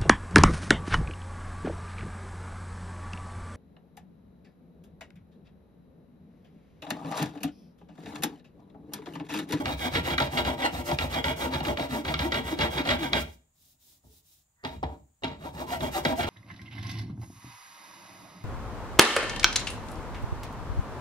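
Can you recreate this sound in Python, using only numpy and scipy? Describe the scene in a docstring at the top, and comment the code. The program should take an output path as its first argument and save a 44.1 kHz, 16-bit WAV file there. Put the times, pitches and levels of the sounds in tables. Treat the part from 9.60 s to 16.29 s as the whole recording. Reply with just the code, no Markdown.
"""Rapid rasping strokes, a pause with papery wipes, a soft nudge and a faint graze, then strokes again.
A flat steel file is pushed to and fro across a wooden handle held in a vise, in a small workshop.
Uneven slips of the teeth ring modes of handle, bench and file; coloured noise is the hiss of fine dust.
Landings and catches are noise bursts into the same modes; squawks are gliding tones; wipes are slips and hiss.
A short room tail and a quiet noise floor lie behind, heard at two close microphone ports."""
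import sys
import numpy as np
from scipy import signal
from scipy.fft import rfft, irfft
from scipy.io import wavfile
from scipy.ndimage import uniform_filter1d

SR = 44100
rng = np.random.default_rng(int(sys.argv[2]) if len(sys.argv) > 2 else 0)


def file_out(sig):
    """Save sig as 16-bit WAV at sys.argv[1]."""
    # one column per channel
    cols = np.atleast_2d(sig).T
    # limit, then scale
    lim = np.clip(cols, -1, 1)
    pcm = np.round(lim * 32767).astype(np.int16)
    wavfile.write(sys.argv[1], SR, pcm)


N = 295029

# Levels in the tables are drives, ahead of the gains and colouring in the functions.
# Passes of the file, turn to turn. Each row: start in seconds, end in seconds, fastest point 0-1,
# hardest point 0-1, dust hiss in dB, file in dB, handle in dB, bench in dB.
SLIDES = [(-.09, .032, 0.79, 0.67, -52, -40, -26.5, -34.5),
          (.028, .157, .7, 0.48, -53, -35.5, -27.5, -32.5), (.165, .295, 0.64, 0.59, -48, -33, -29, -39.5),
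          (.305, .42, 0.5, 0.57, -51, -33.5, -28.5, -33), (.423, .561, 0.52, 0.45, -50, -36.5, -30, -44),
          (.567, .686, 0.34, 0.7, -51, -37, -35, -41.5), (.699, .84, 0.46, 0.52, -50, -33, -26.5, -38.5),
          (.835, .961, 0.3, 0.41, -51.5, -35, -23.5, -38.5),
          (.963, 1.108, 0.51, 0.56, -56.5, -36, -29, -46),
          (1.103, 1.236, 0.61, 0.58, -51.5, -41, -29.5, -37.5),
          (1.237, 1.366, .25, 0.45, -47.5, -38, -30.5, -36.5),
          (1.371, 1.489, 0.41, 0.57, -50, -38.5, -29, -41.5),
          (1.489, 1.623, 0.41, 0.5, -50, -32.5, -26.5, -37),
          (1.624, 1.745, 0.46, 0.52, -49.5, -33.5, -27.5, -34.5),
          (1.755, 1.9, 0.33, 0.5, -48.5, -35, -28.5, -38),
          (1.902, 2.022, 0.45, 0.41, -56.5, -39, -31, -35.5),
          (2.026, 2.152, 0.29, 0.47, -52, -39.5, -31.5, -35.5),
          (2.157, 2.281, 0.52, 0.54, -56, -39, -32, -46), (2.281, 2.433, 0.43, .45, -53, -40, -34.5, -40.5),
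          (2.434, 2.558, 0.55, 0.5, -53, -39.5, -28, -35), (2.56, 2.699, .6, 0.51, -53, -39.5, -32, -37.5),
          (2.7, 2.827, 0.51, 0.52, -53.5, -33, -29.5, -43.5),
          (2.826, 2.96, 0.61, 0.57, -52, -35, -30, -40.5),
          (2.964, 3.095, 0.58, 0.51, -52, -31.5, -26.5, -38.5),
          (3.093, 3.231, 0.44, 0.56, -51.5, -35.5, -31, -43),
          (3.233, 3.381, .5, 0.5, -53, -31.5, -27.5, -38),
          (3.382, 3.516, .2, 0.42, -51.5, -35.5, -29.5, -37.5),
          (3.51, 3.638, 0.82, 0.42, -50, -33.5, -29, -35.5),
          (3.642, 3.766, 0.7, 0.27, -68.5, -61, -53, -56),
          (5.033, 5.2, 0.28, 0.34, -68.5, -49.5, -39.5, -39),
          (5.228, 5.419, 0.4, 0.17, -79.5, -65.5, -38, -50.5),
          (5.63, 5.79, 0.4, 0.27, -90, -46.5, -38.5, -43), (5.785, 5.921, 0.58, 0.47, -63, -50.5, -37, -42),
          (5.92, 6.059, 0.63, 0.62, -58.5, -50.5, -36.5, -41),
          (6.059, 6.191, 0.5, .52, -51.5, -40, -34, -39),
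          (6.189, 6.304, 0.41, 0.47, -50, -37.5, -25.5, -36),
          (6.305, 6.421, .58, .5, -48.5, -39.5, -35.5, -41),
          (6.422, 6.548, 0.46, 0.49, -52.5, -41.5, -27.5, -41.5),
          (6.553, 6.656, 0.51, 0.49, -47.5, -35.5, -32, -38.5),
          (6.66, 6.78, 0.62, 0.45, -47.5, -28.5, -22.5, -44.5)]
# Moments when the handle chatters at one pitch. Each row: middle in seconds, first Hz, last Hz,
# level in dB, length scale in ms.
SQUAWKS = [(0.008, 273, 287, -25, 24.0), (0.375, 448, 475, -30.5, 38.0), (0.539, 349.5, 257.6, -29.5, 18.0),
           (0.794, 658, 614, -32, 30.0), (1.68, 913, 925, -28, 40.0), (1.881, 249.4, 257.1, -33, 54.0),
           (2.077, 335, 267, -30.5, 28.0), (2.199, 652, 686, -28.5, 30.0), (2.405, 292.5, 299, -29, 36.0),
           (2.656, 281.4, 358.4, -26.5, 40.0), (2.935, 312.6, 300.4, -23, 24.0),
           (3.207, 302, 310.9, -22.5, 16.0), (3.32, 542, 648, -28.5, 36.0), (3.436, 337, 269, -28, 56.0),
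           (4.51, 439, 437, -62, 50.0), (6.1, 1000.0, 794, -33, 40.0), (6.128, 734, 726, -23.5, 18.0),
           (6.176, 713, 597, -36, 60.0), (6.364, 795, 736, -25, 32.0), (6.463, 692, 598, -30, 22.0),
           (6.597, 705.6, 712, -22.5, 22.0)]
# The file lands or jolts. Each row: start in seconds, file level in dB, handle and bench in dB re file.
KNOCKS = [(.0563, -20.5, -16.5), (0.5358, -29, -5), (0.5802, -16.5, -15), (.601, -18, -6),
          (0.6204, -21, -9), (.849, -24, -11), (1.0211, -29.5, -9), (1.3138, -25, -3), (1.3867, -19, -12.5),
          (1.4092, -27.5, -5.5), (1.5434, -28, -22), (1.6415, -19.5, -9.5), (1.945, -25, -5.5),
          (2.004, -30.5, -4), (2.0501, -25, -11), (2.0821, -28, -4), (2.172, -26.5, -10),
          (2.196, -28, -1.5), (2.4494, -27.5, -9), (2.5401, -19.5, -17.5), (2.5914, -19, -11),
          (2.7201, -20, -11), (2.743, -22, -10), (2.9887, -22, -11), (3.252, -29.5, -9),
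          (3.2738, -25.5, -6), (3.2892, -18.5, -10.5), (3.5316, -14, -15.5), (5.0381, -45.5, 13),
          (5.0486, -25, -10), (5.2289, -46, 17.5), (5.236, -37, -4), (5.6224, -54, 11), (5.6349, -24.5, -4),
          (5.6435, -24, -12), (6.2057, -30, -6), (6.4507, -16, -9.5), (6.5939, -30.5, -0.5),
          (6.6065, -24.5, -18.5)]
# The teeth dig in mid-stroke; the row at 3.003 s is a sharp jolt, given the same swell. Each row: start in
# seconds, file level in dB, handle and bench in dB re file.
CATCHES = [(.347, -18.5, -15), (.497, -25, -9), (.77, -17.5, -18), (.868, -29.5, -6.5), (2.476, -25, -10),
           (3.003, -19, -14), (3.173, -22.5, -16), (3.3, -17, -18), (6.626, -25, -8)]
# Single wipes of a fingertip. Each row: start in seconds, end in seconds, fastest point 0-1,
# hiss in dB, handle in dB, bench in dB.
WIPES = [(3.7, 3.788, 0.2, -66, -74, -61), (3.926, 4.168, 0.69, -59, -78.5, -74.5),
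         (4.177, 4.41, 0.47, -56, -74, -78), (4.414, 4.621, 0.76, -57, -78, -78),
         (4.618, 4.849, 0.37, -58.5, -82, -72.5)]
# The file's tip grazes the wood before it is set down. Each row: time in seconds, level in dB.
GRAZE = [(4.93, -99), (4.98, -71), (5.03, -65), (5.037, -55)]

# Modes of bench, wooden handle, file, and the file's high range. Each row: frequency in Hz, width in Hz,
# relative level in dB, left minus right in dB, right port lag in ms.
BENCH = [(60, 24, -8, -2.5, .2), (72, 16.8, 1.5, 2, 0.16), (88, 10.7, 2.5, -4.5, 0.44),
         (125, 48, -6.5, 0.5, .2), (150.4, 12, 2, 0.5, 0.14), (184, 33, -8.5, 3.5, 0.18)]
HANDLE = [(240.4, 22, 2.5, 0, 0.6), (294.6, 27, -2.5, 1, 0.094), (345.5, 32, -1.5, 2, .3),
          (454, 22, -7, 0, 0.19), (490, 62, -6.5, 1, 0.59), (594.8, 21.7, -4, 5.5, .25),
          (645.4, 18, 2, 0, 0.33), (769, 68, -5.5, 0.5, 0.22), (853, 37, 2, -4, 0.31),
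          (928, 13, -7.5, 7, 0.16), (967, 34, -3.5, 8, .25), (914, 1100, -13.5, 2, 0.23)]
FILE = [(1176, 100, -3.5, -6, 0.25), (1383, 27, 4, -0.5, 0.22), (1564, 70, -1, -7, 0.17),
        (1754, 90, -3.5, -8.5, 0.2), (1933, 63, 6, 0.5, 0.2), (2280, 142, -3.5, -4, 0.056),
        (2423, 32, -1, -5, 0.03), (2834, 120, -5, -9, 0.012), (3296, 80, 2.5, -4.5, 0.22),
        (3774, 110, 0.5, -1, 0.2), (4340, 97, -7, -5, 0.076), (4894, 96, -14.5, 3, 0.053),
        (5500, 23, -17, -4.5, 0.09), (5490, 60, -18, 0.5, 0.22), (6230, 120, -21, -0.5, 0.22),
        (2680, 2100, -10, 2.5, .2), (5060, 4400, -21, -4.5, 0.22)]
SHEEN = [(6160, 89, -10, 0.5, .2), (7360, 82, 1, 0.5, .2), (8430, 120, -0.5, -1.5, 0.17),
         (9350, 120, -11.5, -0.5, 0.2), (11700, 170, -1, -0.5, 0.084)]

# Noise colours of dust, wiped skin, contact snap and shop air. Each row: frequency in Hz, relative dB per Hz.
DUST_COLOUR = [(2500, -25.5), (5000, -7), (6500, -7.5), (8000, -8.5), (9400, -11.5), (10800, -16),
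               (13200, -7), (14600, -16), (15500, -12.5)]
WIPE_COLOUR = [(900, -25), (1500, -20), (2400, -15), (3300, -8), (3800, -2.5), (4400, -9), (5000, -5.5),
               (9000, -7.5), (11000, -8), (13000, -5), (15500, -5)]
CRACK_COLOUR = [(1500, -20), (3000, -3), (4500, 0), (6000, -6.5), (9000, -24)]
FLOOR = [(18, -37), (30, -5), (92, -4.5), (534, -23.5), (732, -19.5), (1560, -28), (1740, -26), (1980, -29),
         (5790, -34), (6950, -15), (8580, -24), (10600, -35), (15700, -27)]
# Room tail by band. Each row: frequency in Hz, time to fall 60 dB in seconds, level in dB.
ROOM = [(83, 0.25, -0.5), (296, 0.39, -4), (1000, 0.15, -6), (2500, 0.25, -6), (4870, 0.19, -21.5),
        (10040, 0.06, -14)]
# Microphone response. Each row: frequency in Hz, gain in dB.
MICROPHONE = [(20, -9.5), (55, -1), (1000, -1)]

TOOTH_SLOW_HZ, TOOTH_FAST_HZ = 291.5, 620.6  # mean tooth-row rate at a turn and at full speed
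SETTLE_S, LINGER_S, LINGER_DB = 0.0049, .13, -28.5  # bench follows the hand; a faint tremble stays longer
TICK_DB = 1.5  # first tick of a landing, re its rattle
CRACK_DB, CRACK_S = -14, .0015  # bright snap of a landing
CATCH_PEAK_S = .009  # start to hardest
BUMP_START_S, BUMP_RISE_S, BUMP_FALL_S = 4.425, 0.026, 0.031  # the hand nudges the handle
BUMP_HANDLE_DB, BUMP_BENCH_DB = -51, -44.5
HISS_LAG_SAMPLES = 9
FLOOR_DB = -70.5
TOP_HZ = 15740


def strokes():
    """Rows of teeth pass at the tooth rate and hum through the handle; single slips ring everything."""
    dust, steel, bite, shake, tooth_hz = slides()
    phase = 2 * np.pi * np.cumsum(tooth_hz * (1 + 0.0406 * walk(150))) / SR
    judder = walk(45)  # the grip of the teeth comes and goes
    teeth = np.sin(phase) * undb(-20.5 + 1.3 * walk(30))

    handle_force = bite * undb(2.0 * judder) * (grains(1500, 0.66) + teeth)
    handle = ring(handle_force, HANDLE, sway_db=2.5)
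    bench = ring(shake * grains(400, 1.5), BENCH)

    gate = 1 + 0.36 * np.cos(phase)  # slips bunch once a tooth row
    file_force = steel * undb(1.5 * judder) * gate * grains(5000, 1.8)
    file_ring = ring(file_force, FILE, sway_db=3.5)

    fine = grains(12000, 1.3)
    sheen = undb(-10.5) * ring(dust * fine, SHEEN)
    rasp = hiss(fine, 0.81, DUST_COLOUR) * dust * undb(1.7 * judder)
    return undb(-1.5) * handle + bench + undb(1.5) * file_ring + undb(7.0) * rasp + sheen


def slides():
    """Dust and tooth rate follow speed; file and handle need pressure; the bench shakes all along."""
    dust, steel, wood, shake, pace = np.zeros((5, N))
    for start_s, end_s, fastest, hardest, dust_db, file_db, handle_db, bench_db in SLIDES:
        at, way, speed = swell(start_s, end_s, fastest)
        dust[at] = undb(dust_db) * speed ** 0.99
        steel[at] = undb(file_db) * speed ** 0.36 * np.exp(-6.5 * (way - hardest) ** 2)
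        wood[at] = undb(handle_db) * np.exp(-7.5 * (way - hardest) ** 2)
        shake[at] = undb(bench_db) * np.exp(-.8 * way)  # strongest just after the file turns
        pace[at] = speed
    t = np.arange(SR) / SR
    lag = np.exp(-t / SETTLE_S) / SETTLE_S + undb(LINGER_DB) * np.exp(-t / LINGER_S) / LINGER_S
    shake = signal.fftconvolve(shake, lag / SR)[:N]
    tooth_hz = TOOTH_SLOW_HZ + (TOOTH_FAST_HZ - TOOTH_SLOW_HZ) * pace
    return dust, steel, uniform_filter1d(wood, SR // 100), shake, tooth_hz


def swell(start_s, end_s, fastest):
    """Mask of one movement's samples, the share of the way done, and its speed 0-1."""
    t = np.arange(N) / SR
    at = (t > start_s) & (t < end_s)
    way = (t[at] - start_s) / (end_s - start_s)
    half_turn = np.interp(way, [0, np.clip(fastest, .05, .95), 1], [0, .5, 1])
    return at, way, np.sin(np.pi * half_turn)


def squawks():
    """Stick and slip lock to one gliding pitch, swell and let go."""
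    out, t = np.zeros((2, N)), np.arange(N) / SR
    waver, rough = 0.026 * walk(120), undb(1.4 * walk(200))
    for middle_s, first_hz, last_hz, level_db, ms in SQUAWKS:
        first = max(int((middle_s - ms / 500) * SR), 0)
        at = slice(first, int((middle_s + ms / 500) * SR))
        x = (t[at] - middle_s) * 1000 / ms  # in lengths from the middle
        glide_hz = first_hz + (last_hz - first_hz) * np.clip(x + .5, 0, 1)
        hz = glide_hz * (1 + waver[at])
        right_lag = np.outer([0, .25 / 1000], hz)  # in cycles: the right port hears it later
        phase = 2 * np.pi * (np.cumsum(hz) / SR - right_lag)
        tone = np.sin(phase) + 0.037 * np.sin(2 * phase)
        out[:, at] += undb(level_db) * np.exp(-3.0 * x ** 2) * rough[at] * tone
    return out


def knocks():
    """A landing is a tick, bright snap, rattle and faint settling; a catch swells; all three bodies feel both."""
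    steel, wood, snap = np.zeros((3, N))
    t = np.arange(SR // 5) / SR
    rattle = np.exp(-t / 0.0088)
    tick = undb(TICK_DB) * np.exp(-t / 0.0013)
    settling = undb(-23.5) * np.exp(-t / .07)
    crack = undb(CRACK_DB) * np.exp(-t / CRACK_S)
    crunch = t / CATCH_PEAK_S * np.exp(1 - t / CATCH_PEAK_S)

    kinds = ((KNOCKS, rattle + tick + settling, crack), (CATCHES, crunch, undb(-24) * crunch))
    for rows, shape, bright_shape in kinds:
        for start_s, file_db, wood_db in rows:
            i = int(start_s * SR)
            at, n = slice(i, i + len(t)), N - i
            burst = (rng.standard_normal(len(t)) * shape)[:n]
            steel[at] += undb(file_db) * burst
            wood[at] += undb(file_db + wood_db) * burst
            snap[at] += undb(file_db) * bright_shape[:n]

    pressed = np.array(FILE) * [1, 1.2, 0.94, 0.87, 1.038]  # steel against wood rings shorter
    soften = signal.butter(2, 7500, fs=SR, output="sos")  # wood yields: no blow is quite sharp
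    file_ring = ring(signal.sosfilt(soften, steel), pressed)
    bright = snap * hiss(rng.standard_normal(N), 1.5, CRACK_COLOUR)
    handle, bench = ring(wood, HANDLE), ring(wood, BENCH)
    return bright + undb(-4.0) * file_ring + undb(3.5) * handle + undb(1.0) * bench


def wipes():
    """Skin on rough wood: papery hiss, faint handle and bench murmur, one nudge; then the file's light graze."""
    on, handle, bench = np.zeros((3, N))
    for start_s, end_s, fastest, hiss_db, handle_db, bench_db in WIPES:
        at, _, speed = swell(start_s, end_s, fastest)
        on[at] = undb(hiss_db) * speed ** 1.16
        handle[at] = undb(handle_db) * speed ** .7
        bench[at] = undb(bench_db) * speed ** .7
    paper = on * undb(1.2 * walk(60)) * hiss(grains(8600, 1.2), 0.38, WIPE_COLOUR)

    since_s = np.clip(np.arange(N) / SR - BUMP_START_S, 0, None)
    bump = (1 - np.exp(-since_s / BUMP_RISE_S)) * np.exp(-since_s / BUMP_FALL_S)
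    drag = grains(700, 0.98)
    handle_ring = ring(drag * (handle + undb(BUMP_HANDLE_DB) * bump), HANDLE)
    soft = shaped(handle_ring, [(250, 5.5), (1000, -5.5)])  # a soft touch moves the low modes most
    bench_ring = ring(drag * (bench + undb(BUMP_BENCH_DB) * bump), BENCH)

    graze = inside(GRAZE, 0.0049) * undb(curves(GRAZE)[0]) * grains(3000, 1.33)
    return paper + soft + bench_ring + ring(graze, HANDLE[-3:] + FILE[:5])


def room(x):
    """Walls answer with a dense tail, unrelated left and right except in the bass; the treble dies first."""
    t = np.arange(SR * 3 // 5) / SR
    onset = np.clip((t - .003) / .01, 0, 1)  # first walls are a metre or two away
    tail = 0
    for hz, t60_s, level_db in ROOM:
        band = [(row[0], 0 if row[0] == hz else -12) for row in ROOM]
        fade = undb(-60 * t / t60_s) * onset
        noise = rng.standard_normal((2, len(t))) * fade / np.sqrt(np.sum(fade ** 2))
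        tail = tail + undb(level_db) * shaped(noise, band)
    mid, side = tail[0], shaped(tail[1], [(60, -23.0), (250, -6), (800, 2)])
    pair = np.array([mid + side, mid - side]) / np.sqrt(2)
    return signal.fftconvolve(x.mean(0)[None], pair, axes=1)[:, :N]


def shop_air():
    """Quiet of the shop: coloured noise whose long waves are alike at both ports."""
    bass, rest = rng.standard_normal(N), rng.standard_normal((2, N))
    air = shaped(bass, [(150, -3.5), (600, -24)]) + shaped(rest, [(150, -17.5), (600, -3)])
    return unit(shaped(air, FLOOR)) * undb(FLOOR_DB)


def ring(force, modes, sway_db=0):
    """A force rings decaying modes, each with its own port balance and lag. Gain 1 for white force."""
    hz, width_hz, db, pan_db, lag_ms = np.transpose(modes)[:, :, None]
    sign = (-1) ** np.arange(len(modes))[:, None]  # neighbours move in opposite phase
    side = np.array([1, -1])[:, None, None]
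    t = np.clip(np.arange(SR // 4) / SR - (side < 0) * lag_ms / 1000, 0, None)
    decay = width_hz * np.exp(-np.pi * width_hz * t)
    each = sign * undb(db + side * pan_db / 2) * decay * np.sin(2 * np.pi * hz * t)
    each /= np.sqrt(np.sum(each.sum(1) ** 2) / 2)
    if not sway_db:
        return signal.fftconvolve(force[None], each.sum(1), axes=1)[:, :N]
    # the point of contact wanders: every third mode together gets more or less force
    out = 0
    for k in range(3):
        share = force * undb(sway_db * walk(25))
        out = out + signal.fftconvolve(share[None], each[:, k::3].sum(1), axes=1)[:, :N]
    return out


def hiss(common, alike, colour):
    """Coloured noise, partly the same at both ports; the right one is a little further away."""
    shared = alike * np.array([common, np.roll(common, HISS_LAG_SAMPLES)])
    return unit(shaped(shared + rng.standard_normal((2, N)), colour))


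def grains(per_s, spread_db):
    """Random slips of very uneven size, rms 1."""
    hit = rng.random(N) < per_s / SR
    return unit(hit * rng.standard_normal(N) * undb(spread_db * rng.exponential(size=N)))


def walk(rate_hz):
    """Random levels, one every 1 / rate_hz seconds, joined by slews; rms 1."""
    k = int(SR / rate_hz)
    steps = np.repeat(rng.standard_normal(N // k + 1), k)
    return unit(uniform_filter1d(steps, k)[:N])


def shaped(x, points):
    """Colour x by (Hz, dB) points."""
    hz, db = np.transpose(points)
    f = np.fft.rfftfreq(x.shape[-1], 1 / SR)
    gain = undb(np.interp(np.log(f + 1), np.log(hz), db))
    return irfft(rfft(x) * gain, x.shape[-1])


def curves(rows):
    """Columns of a table after the time, joined by straight lines, one value a sample."""
    s, *columns = np.transpose(rows)
    return [np.interp(np.arange(N) / SR, s, c) for c in columns]


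def inside(rows, fade_s):
    """1 within the table's times, fading to 0 outside."""
    t = np.arange(N) / SR
    on = 1. * (t >= rows[0][0]) * (t <= rows[-1][0])
    return uniform_filter1d(on, int(fade_s * SR))


def undb(db):
    """dB to gain."""
    return 10 ** (np.asarray(db) / 20)


def unit(x):
    """Scale to rms 1."""
    return x / np.sqrt(np.mean(x ** 2))


def scene():
    """Work at the vise, its echo and the quiet of the shop."""
    near = strokes() + squawks() + knocks() + wipes()
    return near + room(near) + shop_air()


def record(dry):
    """Two close ports hear long waves alike; the microphone thins the deepest bass and the top is cut."""
    mid, side = dry.mean(0), shaped((dry[0] - dry[1]) / 2, [(60, -10.5), (300, -1)])
    pair = shaped(np.array([mid + side, mid - side]), MICROPHONE)
    top_cut = signal.ellip(14, .2, 60, TOP_HZ, fs=SR, output="sos")
    return signal.sosfilt(top_cut, pair)


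dry = scene()
out = record(dry)
file_out(out)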